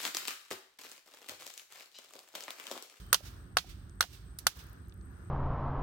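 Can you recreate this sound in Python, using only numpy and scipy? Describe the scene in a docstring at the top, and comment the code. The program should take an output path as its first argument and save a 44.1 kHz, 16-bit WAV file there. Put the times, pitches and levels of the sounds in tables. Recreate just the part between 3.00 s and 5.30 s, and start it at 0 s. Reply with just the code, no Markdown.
"""Among mangrove roots, close to a camera, a steel rod taps an oyster shell and bounces, amid grit and little knocks.
Each contact is a noise crack over decaying modes of shell, root and rod, its treble leaning right.
The thicket answers each blow with a thin tail of decaying noise, on the right.
Behind lie filtered-noise breeze rumble and faint wash, crackling mud, a buzzing insect and a brief fuzzy tone.
The camera's gain control ducks everything after each blow, bass and the rest separately."""
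import sys
import numpy as np
from scipy import signal
from scipy.fft import rfft, irfft, next_fast_len
from scipy.io import wavfile
from scipy.ndimage import uniform_filter1d, minimum_filter1d, map_coordinates

SR = 44100
rng = np.random.default_rng(int(sys.argv[2]) if len(sys.argv) > 2 else 0)


def rack_gain(trim_db):
    """Turn a fader trim in dB into the linear factor to multiply a signal by."""
    fader = np.asarray(trim_db, float)
    return 10 ** (fader / 20)


def transcribe(u):
    """Save the signal u as a 16-bit wav file named by the first command-line argument.

    u: samples, shape (n,) or (channels, n), limited to [-1, 1]; the rate is SR.
    q: integer samples, one column per channel.
    """
    v = np.clip(np.atleast_2d(u).T, -1, 1)
    q = np.round(v * 32767).astype(np.int16)
    wavfile.write(sys.argv[1], SR, q)


N = 101429  # length [samples]


def unit(x):
    """Scales a signal to rms 1."""
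    return x / np.sqrt(np.mean(x ** 2) + 1e-20)


def along(points, hz):
    """Reads (frequency [Hz], value) points on a log frequency axis."""
    f, v = np.transpose(points)
    return np.interp(np.log(hz + 1), np.log(f + 1), v)


def curve(rows):
    """Draws straight lines through (time [s], value) rows, one value per sample."""
    return np.interp(np.arange(N) / SR, *np.transpose(rows))


def wobble(rate):
    """A smooth random curve through rate knots a second, at most 60."""
    knots = rng.standard_normal(int(N * 60 / SR) + 4)
    return map_coordinates(knots, [np.arange(N) * min(rate, 60) / SR])


def filtered(x, response):
    """Multiplies the spectrum of x by a response given as a function of frequency."""
    n = x.shape[-1]
    m = next_fast_len(n + 8192)
    return irfft(rfft(x, m) * response(np.fft.rfftfreq(m, 1 / SR)), m)[..., :n]


def placed(x, sides):
    """Leans each frequency to its side by a left-right level difference."""
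    return filtered(x, lambda hz: rack_gain(along(sides, hz) * np.array([[.5], [-.5]])))


def pair(n, spectrum, alike, sides):
    """Stereo noise of rms 1: mid and side shares set how alike left and right are at each frequency."""
    def mid_side(hz):
        angle = np.arccos(np.clip(along(alike, hz), -1, 1)) / 2
        return rack_gain(along(spectrum, hz)) * [np.cos(angle), np.sin(angle)]

    mid, side = filtered(rng.standard_normal((2, n)), mid_side)
    return unit(placed(np.array([mid + side, mid - side]), sides))


def narrow(centre_hz, width_hz):
    """A fuzzy line: stereo noise in a bell-shaped band, rms 1."""
    noise = rng.standard_normal((2, N))
    return unit(filtered(noise, lambda hz: np.exp(-((hz - centre_hz) / width_hz) ** 2)))


# Breeze rumble colour: (frequency [Hz], level [dB])
RUMBLE_COLOUR = [(12, -32.5), (20, -3.5), (36, -4), (54, -0.5), (76, -3.5), (128, -10), (147, -16.5),
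                 (182, -12.5), (217, -22.5), (252, -19), (312, -22.5), (343, -20), (500, -41.5), (650, -63),
                 (1100, -120)]
# Breeze strength: (time [s], rumble level [dB])
BREEZE_LEVEL = [(0, -48), (.5, -47), (.9, -46.5), (1.25, -47.5), (1.7, -50), (1.95, -46.5), (2.3, -46)]
# Distant wash colour: (frequency [Hz], level [dB])
WASH_COLOUR = [(240, -25), (400, -4), (520, -8), (885, -10), (1400, -5), (1750, -7), (2100, -17),
               (4000, -25), (6800, -31), (7400, -37), (9300, -32), (12500, -27), (14800, -21), (15500, -13),
               (15800, -15), (16100, -50)]
# Stereo likeness of the air, clipped to -1..1: (frequency [Hz], left-right correlation)
AIR_ALIKE = [(60, 0.95), (180, 0.97), (550, 0.37), (1650, -0.11), (4970, -0.033), (15000, -2.7)]
# Stereo balance of the air: (frequency [Hz], left over right [dB])
AIR_SIDES = [(60, -2.5), (110, -3), (200, -4.5), (380, -3.5), (700, 2), (1290, 10.5), (2380, 2),
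             (4400, -9.5), (8120, -18.5), (15000, -1)]
WASH_DB = -63.5  # before its sway


def air():
    """Two beds of coloured noise, a lumpy breeze rumble and a swaying distant wash."""
    rumble = unit(rack_gain(1.4 * wobble(10.24)) * pair(N, RUMBLE_COLOUR, AIR_ALIKE, AIR_SIDES))
    wash = rack_gain(3.6 * wobble(3.645)) * pair(N, WASH_COLOUR, AIR_ALIKE, AIR_SIDES)
    return rack_gain(curve(BREEZE_LEVEL)) * rumble + rack_gain(WASH_DB) * wash


CRACKLE_PER_S, CRACKLE_SPREAD_DB = 200, 3  # pops per second, mean random boost
CRACKLE_DB, CRACKLE_LOW_CUT_HZ = -68.5, 10000


def crackle():
    """Wet mud crackles: scattered high ticks, each a noise burst dying within milliseconds."""
    draws = rng.random((600, 4))  # columns: when, how strong, left share, right share
    draws = draws[:round(np.clip(CRACKLE_PER_S * N / SR, 1, 600))]
    when = (draws[:, 0] * N).astype(int)
    strength = rack_gain(-CRACKLE_SPREAD_DB * np.log(draws[:, 1]))
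    pops = np.array([np.bincount(when, strength * draws[:, k], N) for k in (2, 3)])
    t = np.arange(SR // 100) / SR
    decay = rack_gain(-60 * t / .005)
    ticks = signal.fftconvolve(pops, decay[None], axes=1)[:, :N] * rng.standard_normal((2, N))
    return rack_gain(CRACKLE_DB) * filtered(ticks, lambda hz: 1 / (1 + (CRACKLE_LOW_CUT_HZ / (hz + 1)) ** 4))


WHISTLE_HZ, WHISTLE_WIDTH_HZ = 3090, 110
WHISTLE_DB, WHISTLE_END_S = -70.5, 0.18


def whistle():
    """A faint fuzzy tone, narrow-band noise that fades out early."""
    fade = np.clip((WHISTLE_END_S - np.arange(N) / SR) / 0.012, 0, 1)
    return rack_gain(WHISTLE_DB) * fade * narrow(WHISTLE_HZ, WHISTLE_WIDTH_HZ)


# Insect loudness: (time [s], level [dB])
INSECT_LEVEL = [(0, -69), (.55, -75), (1.3, -70.5), (1.75, -75.5), (2, -71), (2.3, -71.5)]
INSECT_HZ, INSECT_WIDTH_HZ = 8235, 170
INSECT_KNOTS_PER_S, INSECT_SWING_DB = 25, 2


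def insect():
    """A high buzz: narrow-band noise whose level flickers at random."""
    flicker_db = INSECT_SWING_DB * wobble(INSECT_KNOTS_PER_S)
    return rack_gain(curve(INSECT_LEVEL) + flicker_db) * narrow(INSECT_HZ, INSECT_WIDTH_HZ)


# Decay of the long tail: (frequency [Hz], T60 [s])
THICKET_T60 = [(400, 0.89), (1500, 0.78), (3500, 0.89), (7000, .6), (15000, 0.85)]
# Colour of the tail: (frequency [Hz], level [dB])
THICKET_COLOUR = [(300, -10.5), (1200, -6.5), (3200, 1), (6000, 2.5), (9000, -5.5), (16000, -5)]
THICKET_DB, THICKET_PAN_DB = -43.5, -7  # pan is left over right
TAIL_FOLLOWS = 0.6  # dB of tail per dB of blow
EARLIER_S, EARLIER_DB = -.15, -6.5  # a blow before the start, only its tail is left
NEAR_DB, NEAR_T60 = 14, .16  # the nearest roots, a quicker fall [s] on top of the long tail's
ECHO_S, ECHO_RISE_S, ECHO_DB = 0.12, 0.01, 4.5  # the far tree line swells the tail


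def thicket():
    """Each blow scatters among the roots as a diffuse hiss; each frequency dies at its own speed."""
    out = np.zeros((2, N + 2 * SR))  # starts one second early
    blows = [(EARLIER_S, EARLIER_DB, 0)] + [(row[0], row[1], row[4]) for row in BLOWS]
    for s, db, tilt_db in blows:
        hz, t, noise = signal.stft(rng.standard_normal((2, SR)), SR, nperseg=256)
        colour_db = along(THICKET_COLOUR, hz) + along([(3200, 0.0073), (16000, .7 * tilt_db)], hz)
        decay_db = -60 * t / along(THICKET_T60, hz)[:, None]
        late = np.maximum(t - ECHO_S, 0) / ECHO_RISE_S
        near = rack_gain(NEAR_DB - 60 * t / NEAR_T60)
        echo = rack_gain(ECHO_DB) * late * np.exp(1 - late)
        shape = (1 + near + echo) * rack_gain(colour_db[:, None] + decay_db)
        tail = signal.istft(noise * shape, SR, nperseg=256)[1]
        out[:, round((s + 1) * SR):][:, :SR] += rack_gain(TAIL_FOLLOWS * db) * tail[:, :SR]
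    return out[:, SR:SR + N] * rack_gain([[THICKET_DB + THICKET_PAN_DB / 2], [THICKET_DB - THICKET_PAN_DB / 2]])


# Grit ticks, low little knocks and one brushing tick of the rod on a root, built from three pitches
# near 1.39 s: (time [s], level [dB], pitch [Hz], hiss over pitch [dB])
SMALL_TICKS = [(0.066, -65, 14000, 11), (0.207, -44.5, 600, 2.5), (0.644, -45, 740, -19),
               (0.896, -58.5, 6100, 6), (1.04, -39, 730, -25), (1.389, -42.5, 3900, -16.5),
               (1.39, -43, 4700, -20), (1.389, -43, 5350, -23.5), (1.556, -61, 13300, 6),
               (1.573, -45, 14500, -3), (1.589, -64, 13500, 12), (1.614, -56, 14200, -4),
               (1.64, -50, 14000, -0.5), (1.668, -57, 13800, 7.5), (1.688, -62, 6900, 0.5),
               (1.697, -59, 13300, 4.5), (1.731, -51, 13900, 1.5), (1.763, -62, 5950, -14),
               (1.85, -63, 3990, -11), (1.873, -66, 6200, -6), (1.885, -63, 13040, 6),
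               (1.896, -58, 5100, 4), (1.924, -58, 3420, 3), (1.941, -61.5, 11700, 6.5),
               (1.977, -66, 13000, -8.5), (2.012, -62.5, 4200, -0.5), (2.057, -66, 14050, 4.5),
               (2.113, -62, 13260, -3), (2.183, -69.5, 13500, 5), (2.217, -76, 11290, 6),
               (2.239, -71.5, 14280, -0.5)]
TICK_CYCLES, TICK_MIN_T60 = 26, 0.0038  # pitch T60 is the minimum [s] plus this many cycles
TICK_HISS_T60, TICK_PAN_DB = .007, -5  # [s]; left over right


def small_ticks():
    """Grit, little knocks and a brushing tick: a tiny hiss around a pitch and a short decaying sine at it."""
    out, t = np.zeros((2, N + SR)), np.arange(SR // 15) / SR
    for s, db, pitch_hz, hiss_db in SMALL_TICKS:
        noise = rng.standard_normal((2, len(t)))
        hiss = unit(filtered(noise, lambda hz: np.exp(-np.log((hz + 1) / pitch_hz) ** 2 / .25)))
        hiss = rack_gain(hiss_db - 60 * t / TICK_HISS_T60) * hiss
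        tone_t60 = TICK_MIN_T60 + TICK_CYCLES / pitch_hz
        tone = rack_gain(-60 * t / tone_t60) * np.sin(2 * np.pi * pitch_hz * t)
        out[:, round(s * SR):][:, :len(t)] += rack_gain(db) * (hiss + tone)
    return out[:, :N] * rack_gain([[TICK_PAN_DB / 2], [-TICK_PAN_DB / 2]])


MODE_SCATTER_DB = 2  # random spread of each mode's level


def ring(modes, t, spread):
    """Decaying sines struck anew; each channel draws its own phase, scaled by spread [rad]."""
    out = 0
    for hz, db, t60 in modes:
        level = rack_gain(db + MODE_SCATTER_DB * rng.standard_normal() - 60 * t / t60)
        phase = spread * rng.uniform(-0.81, 1, (2, 1))
        out = out + level * np.sin(2 * np.pi * hz * t + phase)
    return out


# Blows and bounces; knock also lifts the crack up to 2 kHz, tilt counts 3.4-fold at 16 kHz:
# (time [s], level [dB], knock [dB], thud [dB], treble tilt [dB])
BLOWS = [(0.1288, -10, 2, 6.5, 0.5), (.1441, -7, -4, -6, -4), (.5697, -9, 2.5, -8.5, -5),
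         (0.5846, -15, -6, -4, -10), (1.0076, -9, -1, -5, -4), (1.0258, -20.5, -1.5, 5, -5.5),
         (1.038, -33, 6, 2, -12.5), (1.3872, -38, -28, -28.5, 2.5), (1.4679, -7, -1.5, 4, -2.5)]
# Crack colour: (frequency [Hz], level [dB])
CRACK_COLOUR = [(120, -53.5), (200, -19), (1420, -1), (2420, -12.5), (2910, -7), (4370, -2.5), (6430, -3.5),
                (7060, -10.5), (10000, -5), (14800, -3), (16500, -32)]
# Crack decay by band: (centre [Hz], T60 [s])
CRACK_T60 = [(300, 0.038), (1000, 0.043), (2500, 0.05), (5000, 0.024), (10000, 0.055), (16000, 0.031)]
# Stereo likeness of the crack: (frequency [Hz], left-right correlation)
BLOW_ALIKE = [(300, 0.51), (1500, 0.27), (3000, 0.086), (8000, 0.088), (15000, 0.045)]
# Shell modes: (frequency [Hz], level [dB], T60 [s])
KNOCK_MODES = [(740, -9, .03), (900, -10, .02), (1100, -6, .022), (1300, -4, .022), (1450, -1, .028),
               (1600, -7, .02)]
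# Root modes: (frequency [Hz], level [dB], T60 [s])
THUD_MODES = [(540, -20.5, 0.02), (551, -14.5, .028)]
# Steel rod modes: (frequency [Hz], level [dB], T60 [s])
ROD_MODES = [(2850, -6, .04), (3250, -5, .045), (3630, -5, .04), (4230, -2, .045), (4720, -5, .045),
             (5650, -5, .04), (6300, -5, .04), (10150, -3, .035), (11800, -6, .045), (14150, -7, .03)]
# Stereo balance of the blows: (frequency [Hz], left over right [dB])
BLOW_SIDES = [(60, 4.5), (110, 2), (200, 2), (380, -1), (700, 0), (1290, 8.5), (2380, -3.5), (4400, -7),
              (8120, -12), (15000, -2)]
CRACK_DB, ROD_DB, KNOCK_DB = -8.5, -15, -13  # KNOCK_DB sets shell and root together
SNAP_DB, SNAP_T60 = 4, .011  # the first instant of contact, over the crack; [s]
ATTACK_S = .00025
BODY_CUT_HZ = 342  # the small shell radiates little below this


def rod():
    """Each contact: a snap and a crack dying band by band, the shell's knock, the root's thud, the rod's ring."""
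    out, t = np.zeros((2, N + SR)), np.arange(SR // 6) / SR
    centres = np.log([hz for hz, _ in CRACK_T60])
    for s, db, knock_db, thud_db, tilt_db in BLOWS:
        noise = pair(len(t), CRACK_COLOUR, BLOW_ALIKE, [(100, 0.056)])
        crack = 0
        for (_, t60), share in zip(CRACK_T60, np.eye(len(centres))):
            # overlapping triangular bands on a log axis
            band = filtered(noise, lambda hz: np.interp(np.log(hz + 1), centres, share))
            crack = crack + rack_gain(-60 * t / t60) * band
        snap = rack_gain(SNAP_DB - 60 * t / SNAP_T60) * noise
        bright = rack_gain(CRACK_DB) * (crack + snap) + rack_gain(ROD_DB) * ring(ROD_MODES, t, np.pi)
        tone_curve = [(2000, knock_db), (3600, 0.018), (16000, 3.4 * tilt_db)]
        bright = filtered(bright, lambda hz: rack_gain(along(tone_curve, hz)))
        low = rack_gain(knock_db) * ring(KNOCK_MODES, t, 0.24) + rack_gain(thud_db) * ring(THUD_MODES, t, 0.16)
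        contact = (bright + rack_gain(KNOCK_DB) * low) * (1 - np.exp(-t / ATTACK_S))
        out[:, round(s * SR):][:, :len(t)] += rack_gain(db) * contact
    radiated = filtered(out[:, :N], lambda hz: 1 / (1 + (BODY_CUT_HZ / (hz + 1)) ** 4))
    return placed(radiated, BLOW_SIDES)


def scene():
    """Sums the surroundings, the thicket's tail, the small ticks and the rod."""
    return air() + crackle() + whistle() + insect() + thicket() + small_ticks() + rod()


DUCK_OVER_DB, DUCK_HOLD_S, DUCK_SMOOTH_S = -40.5, 0.072, 0.002  # threshold, peak hold, gain smoothing
DUCK_RATIO, DUCK_FALL_S = 0.47, 0.13  # above the bass: dB of cut per dB over, time to sink
BASS_HZ, BASS_RATIO, BASS_FALL_S = 243, .75, 0.066  # split frequency, then the same for the bass
LOW_CUT_HZ, TOP_HZ = 40, 16700


def gain_control(dry):
    """Two-band ducking: each band's gain slides down and steps back abruptly when the level hold ends."""
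    level_db = 10 * np.log10(np.abs(uniform_filter1d((dry ** 2).mean(axis=0), 256)) + 1e-12)
    hold, keep = round(DUCK_HOLD_S * SR), np.exp(-1 / (DUCK_SMOOTH_S * SR))
    over = np.pad(np.maximum(level_db - DUCK_OVER_DB, 0), (hold, hold))
    held = -minimum_filter1d(-over, hold)[hold - hold // 2:][:N]  # peak over the past hold time

    def gain(ratio, fall_s):
        fall = round(fall_s * SR)
        average = signal.fftconvolve(held, np.ones(fall) / fall)[:N]
        sliding = np.minimum(held, average)  # builds up gradually, lets go with the hold
        return rack_gain(-ratio * signal.lfilter([1 - keep], [1, -keep], sliding))

    bass = filtered(dry, lambda hz: 1 / (1 + (hz / BASS_HZ) ** 4))
    return (dry - bass) * gain(DUCK_RATIO, DUCK_FALL_S) + bass * gain(BASS_RATIO, BASS_FALL_S)


def band_limit(x):
    """A steep low-pass at the top of the band."""
    return signal.sosfilt(signal.butter(12, 16820, fs=SR, output="sos"), x)


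def record(dry):
    """Ducks the scene, then trims the lowest bass and the extreme treble."""
    ducked = gain_control(dry)
    mix = filtered(ducked, lambda hz: 1 / (1 + (hz / TOP_HZ) ** 60) / (1 + (LOW_CUT_HZ / (hz + 1)) ** 8))
    return band_limit(mix)


dry = scene()
out = record(dry)
transcribe(out)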